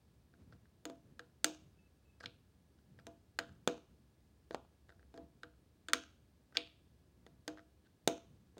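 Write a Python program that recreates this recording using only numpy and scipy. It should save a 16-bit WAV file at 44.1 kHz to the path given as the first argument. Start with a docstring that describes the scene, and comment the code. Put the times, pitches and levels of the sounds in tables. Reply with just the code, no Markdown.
"""Hollow brick toy handled on a table

Fingers press the sliding middle of a plastic brick toy through its frame, flip it and set it down.
Each blow sums a frame thud, decaying brick modes and noise bursts; tabletop modes ring on longer.
Slides are swarms of tiny contacts; a noise response with echoes makes the small quiet room.
Below lie soft handling rumble, air noise, a thin whine and two faint far whistles."""
import sys
import numpy as np
from scipy import signal
from scipy.fft import rfft, irfft
from scipy.io import wavfile

SR = 44100
rng = np.random.default_rng(int(sys.argv[2]) if len(sys.argv) > 2 else 0)


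def inscribe(sig):
    """Save sig as 16-bit PCM at rate SR to the path in sys.argv[1].

    A 1-D sig is mono; a 2-D sig holds one channel per row.
    Samples are clipped to [-1, 1] before scaling.
    """
    pcm = np.round(np.clip(np.atleast_2d(sig).T, -1, 1) * 32767)
    wavfile.write(sys.argv[1], SR, pcm.astype(np.int16))


N = 378798  # samples

# still air and hiss, spectral shape: (frequency [Hz], relative density [dB])
AIR_SPECTRUM = [(15, -53), (28, -28.5), (45, -12.5), (66, 3), (100, -4), (150, -8.5), (330, -12.5),
                (450, -17.5), (900, -26.5), (2000, -32.5), (4500, -33.5), (7300, -38.5), (8600, -37),
                (13500, -43), (15500, -37.5)]
# far whistles: (time [s], length [s], pitch [Hz], nominal level [dB])
WHISTLES = [(1.725, .17, 2614, -85), (1.997, 0.21, 2600, -89.5)]
# grip shifts: (middle [s], rumble level [dB])
GRIPS = [(.48, -62.5), (1.08, -65), (1.651, -69), (2.32, -70), (3.02, -63.5), (3.521, -64.5), (3.92, -74),
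         (5.3, -76), (7.28, -71.5), (8.35, -67.5)]
# room tail colour: (frequency [Hz], relative level [dB])
ROOM_COLOUR = [(80, -6.5), (240, 1.5), (500, -3), (850, -6), (1200, 1.5), (2000, -4.5), (3000, 0),
               (5000, -1.5), (6000, -1.5), (6500, 3), (7100, -5), (9000, -2.5), (15000, -2.5)]
# distinct wall echoes: (delay [s], level [dB])
ECHOES = [(0.0115, -23.5), (0.0218, -25.5), (.104, -35.5)]
# tabletop modes: (frequency [Hz], relative level [dB], T60 [s])
TABLETOP_MODES = [(266, -9.5, 0.26), (310, -2, .32), (355, -12.5, 0.25), (405, -14, 0.096),
                  (482.3, -1, 0.2), (563, -22, 0.28), (674.6, -3, .26), (793, -15, 0.073),
                  (994, -18.5, 0.16)]
# brick modes, from hollow shell to edges: (frequency [Hz], relative level [dB], T60 [s])
BRICK_MODES = [(1180, -13.5, 0.021), (1326, -8.5, 0.023), (1576, 1, 0.017), (1880, -6.5, 0.016),
               (2350, -6, 0.018), (2800, -5, 0.013), (3419, -0.5, 0.01), (3700, -1.5, .014),
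               (4210, -2.5, 0.01), (5170, -3.5, 0.011), (6440, 0, 0.022), (7300, -0.5, 0.014),
               (8750, -5, 0.014)]
# limits of the shell, wall and edge registers: (bottom, shell/wall, wall/edge, top [Hz])
REGISTER_HZ = (0, 2200, 5200, 16000)
# bricks rubbing as they slide: (time [s], length [s], level [dB])
SLIDES = [(0.523, 0.015, -44.5), (2.2, 0.015, -32.5), (2.227, .028, -28.5), (2.774, .022, -52),
          (2.985, 0.018, -40.5), (4.511, .041, -37), (4.882, 0.022, -44), (5.137, .045, -43),
          (5.889, .018, -29), (6.544, .026, -25), (7.848, 0.027, -45.5)]
# fingertips on loose bricks: (time [s], strength [dB])
TAPS = [(0.3386, -57), (0.5245, -50.5), (0.655, -61.5), (2.207, -44.5), (2.2389, -40.5), (2.9889, -50),
        (4.8924, -50), (4.9025, -52.5), (4.9222, -57), (4.9944, -58.5), (5.0284, -59.5), (6.524, -56),
        (6.554, -42.5), (7.5734, -48), (7.583, -49.5), (7.593, -49.5)]
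# sliding middle hits its stop: (time [s], strength [dB], wall snap re strength [dB],
# frame thud re strength [dB])
STOPS = [(2.2586, -35, 16.5, -1), (4.5459, -29.5, 3, 18.5), (6.57, -19.5, 17, -8.5)]
# knocks: toy tipped over and set down on the table, or its middle dropping back into the frame:
# (time [s], strength [dB], hardness: edges up, shell down [dB],
# weight: frame thud re strength [dB], tabletop ring [dB])
KNOCKS = [(0.8537, -25.5, 0, -2.5, -15.5), (0.8987, -39, -3, 13.5, -23), (1.1938, -31, -8, -6.5, -28),
          (1.444, -5.5, 1.5, -9, -9.5), (3.0679, -33.5, -1, 2, -22), (3.3888, -15, -6, -3, -17),
          (3.6752, -10, -3.5, 7.5, -7), (4.5086, -35, -10.5, 16, -24.5), (5.141, -46.5, -7, 12, -24.5),
          (5.176, -40.5, -8.5, 11, -20.5), (5.433, -33, -10.5, -5, -27), (5.885, -24, -4, -16, -22),
          (5.9333, -4, -2.5, -17.5, -12.5), (7.265, -41.5, -8, 8, -38.5), (7.4786, -21.5, -2, -0.5, -13.5),
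          (8.0755, -7, 0, 6.5, -5.5), (8.5694, -62, -3, 29.5, -28.5), (8.581, -41, -1, 9, -30.5)]

AIR_DB, WHINE_HZ, WHINE_DB = -69, 1680, -96.5
GRIP_S, HOLD_DB = 0.11, -78.5  # shift half length; rumble of a resting hand
ROOM_DB, ROOM_T60_S = -16, 0.26
LATE_DB, LATE_T60_S = -20.5, 0.71  # longer tail, re the short one
ROOM_TREBLE_HZ, ROOM_TREBLE_T60_S = 7500, 0.7  # extra decay above this pitch
SLIDE_BRIGHT_DB = -4  # edge hiss re shell
# loose bricks rattle after a blow; level follows its shell
SETTLE_DELAY_S, SETTLE_S, SETTLE_DB, SETTLE_BRIGHT_DB = 0.0071, 0.0052, -15, -8
TAP_HARDNESS_DB, TAP_WEIGHT_DB, TAP_THUD_HZ, TAP_TABLE_DB = -13.5, 8, 575, 8.5
# a gentler push ends in a duller snap
STOP_HARDNESS_AT_0_DB, STOP_HARDNESS_PER_DB = 4.5, 0.2866
STOP_THUD_HZ, STOP_TABLE_DB = 756, 2.5
# a light knock thuds high, like a corner; past a certain weight it thuds low, like the whole toy
CORNER_HZ, FLAT_HZ, FLAT_FROM_DB, FLAT_BLEND_DB = 696, 434, 3.5, 3
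FLAT_MUFFLE_DB = 6  # lying flat, the table closes the hollow shell
CRACK_DB, WALL_DB = -10.5, 1  # crack re edges; wall snap re strength
GRIT, GRIT_PER_DB = 0.88, 0.22  # shell noise gain at edge = shell; its dB per dB of edge over shell
TOP_HZ = 16100


def undb(db):
    """Decibels to amplitude gain."""
    return 10 ** (np.asarray(db) / 20)


def unit(x):
    """Scale a short sound to energy 1."""
    return x / np.sqrt(np.sum(x ** 2))


def fade(t, t60_s):
    """Exponential decay, 60 dB down after t60_s."""
    return np.exp(-np.log(1000) * t / t60_s)


def seconds(length_s):
    """Time axis of a short sound."""
    return np.arange(int(length_s * SR)) / SR


def add(track, start_s, sound):
    """Mix a sound into the track, cut at the track's end."""
    i = int(start_s * SR)
    track[i:i + len(sound)] += sound[:max(N - i, 0)]


def band(x, low_hz, high_hz, order=2):
    """Causal band-pass."""
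    edges_hz = [low_hz, min(high_hz, SR / 2 - 100)]
    return signal.sosfilt(signal.butter(order, edges_hz, "band", fs=SR, output="sos"), x)


def noise(points, size):
    """Noise of rms 1, its spectrum interpolated over log frequency from (Hz, dB) points."""
    hz, db = np.transpose(points)
    f_hz = np.maximum(np.fft.rfftfreq(size, 1 / SR), 1)
    gain = undb(np.interp(np.log(f_hz), np.log(hz), db))
    x = irfft(rfft(rng.standard_normal(size)) * gain, size)
    return x / x.std()


def crack(t, low_hz, high_hz, t60_s):
    """A dying burst of noise: many tiny contacts or crowded modes."""
    burst = rng.standard_normal(len(t)) * fade(t, t60_s)
    return unit(band(burst, low_hz, high_hz))


def tap(t, low_hz, high_hz):
    """One instant contact, heard in a band."""
    impulse = 1. * (t == 0)
    return unit(band(impulse, low_hz, high_hz))


def brick(t, low_hz, high_hz, detune=0.02, scatter_db=2.0, lag_s=0.0002):
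    """Brick modes of one register; where the blow lands shifts their pitch, strength and timing."""
    out = 0
    for hz, db, t60_s in BRICK_MODES:
        if low_hz <= hz < high_hz:
            age = np.maximum(t - lag_s * rng.random(), 0)
            pitch_hz = hz * (1 + detune * rng.standard_normal())
            size = rng.choice([-1, 1]) * undb(db + scatter_db * rng.standard_normal())
            out = out + size * np.sin(2 * np.pi * pitch_hz * age) * fade(age, t60_s)
    return unit(out)


def background(waver=0.0036, flutter_db=6.0):
    """Still air, a thin steady whine and two far whistles that flutter in pitch and level."""
    air = undb(AIR_DB) * noise(AIR_SPECTRUM, N)
    whine = undb(WHINE_DB) * np.sqrt(2) * np.sin(2 * np.pi * WHINE_HZ * np.arange(N) / SR)
    out = air + whine
    for start_s, length_s, hz, db in WHISTLES:
        t = seconds(length_s)
        pitch_hz = hz * (1 + waver * noise([(20, 0), (200, -59)], len(t)))
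        flutter = flutter_db * noise([(35, 0), (150, -60)], len(t))
        size = undb(db + flutter) * np.sin(np.pi * t / length_s)
        add(out, start_s, size * np.sqrt(2) * np.sin(2 * np.pi * np.cumsum(pitch_hz) / SR))
    return out


def grip():
    """Rumble gain of the hand: a resting hold that swells at each change of grip."""
    t = np.arange(N) / SR
    shifts = sum(undb(db) * np.exp(-((t - middle_s) / GRIP_S) ** 2) for middle_s, db in GRIPS)
    return undb(HOLD_DB) + shifts


def handling(ticks_per_s=16, tick_db=4, spread_db=3, jerk_db=3.0):
    """Fingers rumble on the frame in little jerks and make loose bricks tick faintly."""
    jerks = undb(jerk_db * noise([(12, 0.5), (40, -40.5), (200, -100)], N))
    rumble = noise([(15, -49.5), (35, -21.5), (70, 0), (130, 2), (200, -1.5), (330, -11.5),
                    (700, -27), (2000, -36.5), (12000, -53)], N)
    slip_size = undb(tick_db + spread_db * rng.standard_normal(N))
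    slips = (rng.random(N) < ticks_per_s / SR) * slip_size
    t = seconds(0.04)
    one_tick = unit(brick(t, *REGISTER_HZ[0:2]) + crack(t, 890, 7000, t60_s=0.015))
    ticks = signal.fftconvolve(slips, one_tick)[:N]
    return grip() * (jerks * rumble + ticks)


def room(x, first_s=0.0019, build_s=0.0036, grain_db=2):
    """Wall echoes over a short, lumpy diffuse tail and a weak longer one; the treble dies first."""
    t = seconds(0.8)
    swell = 1 - np.exp(-np.maximum(t - first_s, 0) / build_s)
    lumps = undb(grain_db * noise([(300, -0.5), (1500, -38.5)], len(t)))
    decay = fade(t, ROOM_T60_S) + undb(LATE_DB) * fade(t, LATE_T60_S)
    response = undb(ROOM_DB) * unit(noise(ROOM_COLOUR, len(t)) * swell * lumps * decay)
    for delay_s, db in ECHOES:
        response[int(delay_s * SR)] += undb(db)
    low_pass = signal.butter(3, ROOM_TREBLE_HZ, fs=SR, output="sos")
    lows = signal.sosfiltfilt(low_pass, response)
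    treble = (response - lows) * fade(t, ROOM_TREBLE_T60_S)
    return signal.fftconvolve(x, lows + treble)[:N]


def tabletop(thud_hz, reach_octaves=2.7, rise_s=0.003, scatter_db=3.0, wash=0.26):
    """The slab's low modes swell after a blow and ring on; those near the thud pitch take up most."""
    t = seconds(0.5)
    modes = 0
    for hz, db, t60_s in TABLETOP_MODES:
        coupling = 1 / (1 + (np.log2(hz / thud_hz) / reach_octaves) ** 2)
        size = undb(db + scatter_db * rng.standard_normal()) * coupling
        modes = modes + size * np.sin(2 * np.pi * (hz * t + rng.random())) * fade(t, t60_s)
    ring = unit(modes) + wash * crack(t, 170, 750, t60_s=0.28)
    return unit(ring * (1 - np.exp(-t / rise_s)))


def scrape(length_s, bright_db, slips_per_s=1100, spread_db=4):
    """Stick and slip: a swarm of uneven contacts rings the hollow shell and hisses on the edges."""
    t, span = seconds(0.03), seconds(length_s)
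    slip_size = undb(spread_db * rng.standard_normal(len(span)))
    slips = (rng.random(len(span)) < slips_per_s / SR) * slip_size
    envelope = np.sqrt(np.sin(np.pi * span / length_s))
    drive = (slips + 0.07) * rng.standard_normal(len(span)) * envelope
    shell = brick(t, *REGISTER_HZ[0:2]) + 0.39 * crack(t, 1000, 1800, t60_s=0.013)
    shell = unit(band(shell, 670, 1900))
    hiss = undb(bright_db) * crack(t, 2300, 5400, t60_s=0.003)
    return unit(signal.fftconvolve(drive, shell + hiss))


def thud(t, hz, cycles=3.9, rise_s=0.0001, flex_hz=790, flex=0.17, flex_t60_s=0.0099):
    """The whole toy bumps, a swing that is gone after a few cycles, and its frame flexes."""
    swing = np.sin(2 * np.pi * hz * t) * fade(t, cycles / hz)
    bend = flex * np.sin(2 * np.pi * flex_hz * t) * fade(t, flex_t60_s)
    return unit(band((swing + bend) * (1 - np.exp(-t / rise_s)), 180, 1200))


def all_round(thud_db, thud_hz, shell_db, snap_db, tick_db, crack_db):
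    """A blow as the room hears it: over all faces of the toy the modes merge into smooth bands."""
    t = seconds(0.03)
    out = undb(thud_db) * thud(t, thud_hz)
    out = out + 0.75 * undb(shell_db) * tap(t, 1280, 1700)
    out = out + undb(snap_db) * tap(t, 2200, 4000)
    out = out + undb(tick_db) * tap(t, 5300, 7600)
    return out + undb(crack_db) * tap(t, 8800, 18000)


def click(thud_db, thud_hz, shell_db, snap_db, tick_db, crack_db):
    """One blow: frame thud, three registers of brick modes, a sharp contact trailed by tiny ones."""
    t = seconds(0.06)
    frame = unit(thud(t, thud_hz) + 0.3 * crack(t, 190, 1200, t60_s=0.028))
    # a soft touch rings the hollow shell cleanly, a hard one makes it crack
    grit = GRIT * undb(GRIT_PER_DB * (tick_db - shell_db))
    shell = brick(t, *REGISTER_HZ[0:2]) + grit * crack(t, 1300, 2000, t60_s=0.006)
    snap = brick(t, *REGISTER_HZ[1:3]) + 0.81 * crack(t, 2500, 4900, t60_s=0.014)
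    snap = snap + 0.6 * tap(t, 2000, 6300)
    tick = brick(t, *REGISTER_HZ[2:4]) + 0.43 * crack(t, 6200, 8800, t60_s=0.013)
    tick = tick + 0.71 * tap(t, 4200, 9000)
    # small plastic parts radiate little below their own modes
    shell = unit(band(shell, 1100, 2300))
    snap = unit(band(snap, 2300, 5400))
    tick = unit(band(tick, 4600, 9500))
    contact = crack(t, 8500, 21000, t60_s=0.01) + 0.5 * tap(t, 9200, 13000)
    contact = unit(contact + 0.4 * crack(t, 13000, 16000, t60_s=0.011))
    out = undb(thud_db) * frame + undb(shell_db) * shell + undb(snap_db) * snap
    return out + undb(tick_db) * tick + undb(crack_db) * contact


def registers(db, hardness_db, wall_db, muffle_db=0):
    """Shell, wall, edge and crack dB: a harder contact moves energy from the shell to the edges."""
    edge_db = db + hardness_db
    return db - hardness_db - muffle_db, db + wall_db, edge_db, edge_db + CRACK_DB


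def flatness(weight_db):
    """Near 0 for a light, corner-like knock, near 1 for a heavy, flat one."""
    return (1 + np.tanh((weight_db - FLAT_FROM_DB) / FLAT_BLEND_DB)) / 2


def blows():
    """Every knock, stop and tap as (time [s], thud [dB], thud [Hz], registers [dB], tabletop [dB])."""
    for start_s, db, hardness_db, weight_db, table_db in KNOCKS:
        flat = flatness(weight_db)
        thud_hz = CORNER_HZ + flat * (FLAT_HZ - CORNER_HZ)
        brick_db = registers(db, hardness_db, WALL_DB, flat * FLAT_MUFFLE_DB)
        yield start_s, db + weight_db, thud_hz, brick_db, table_db
    for start_s, db, wall_db, weight_db in STOPS:
        hardness_db = STOP_HARDNESS_AT_0_DB + STOP_HARDNESS_PER_DB * db
        brick_db = registers(db, hardness_db, wall_db)
        yield start_s, db + weight_db, STOP_THUD_HZ, brick_db, db + STOP_TABLE_DB
    for start_s, db in TAPS:
        brick_db = registers(db, TAP_HARDNESS_DB, WALL_DB)
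        yield start_s, db + TAP_WEIGHT_DB, TAP_THUD_HZ, brick_db, db + TAP_TABLE_DB


def scene(front_share=0.3):
    """Toy, rubbing and tabletop heard directly, the room's answer, and the ambience."""
    toy, radiated, table, rubs = np.zeros((4, N))
    ambience = handling() + background()
    for start_s, thud_db, thud_hz, brick_db, table_db in blows():
        add(toy, start_s, click(thud_db, thud_hz, *brick_db))
        add(radiated, start_s, all_round(thud_db, thud_hz, *brick_db))
        add(table, start_s, undb(table_db) * tabletop(thud_hz))
        settle_gain = undb(brick_db[0] + SETTLE_DB)
        add(rubs, start_s + SETTLE_DELAY_S, settle_gain * scrape(SETTLE_S, SETTLE_BRIGHT_DB))
    for start_s, length_s, db in SLIDES:
        add(rubs, start_s, undb(db) * scrape(length_s, SLIDE_BRIGHT_DB))
    reverb = room(radiated + front_share * toy + rubs)
    return (toy + rubs + table + reverb + ambience)[None]


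def record(dry):
    """Steep elliptic low-pass that cuts the top above TOP_HZ."""
    return signal.sosfilt(signal.ellip(10, 0.2, 70, TOP_HZ, fs=SR, output="sos"), dry)


dry = scene()
out = record(dry)
inscribe(out)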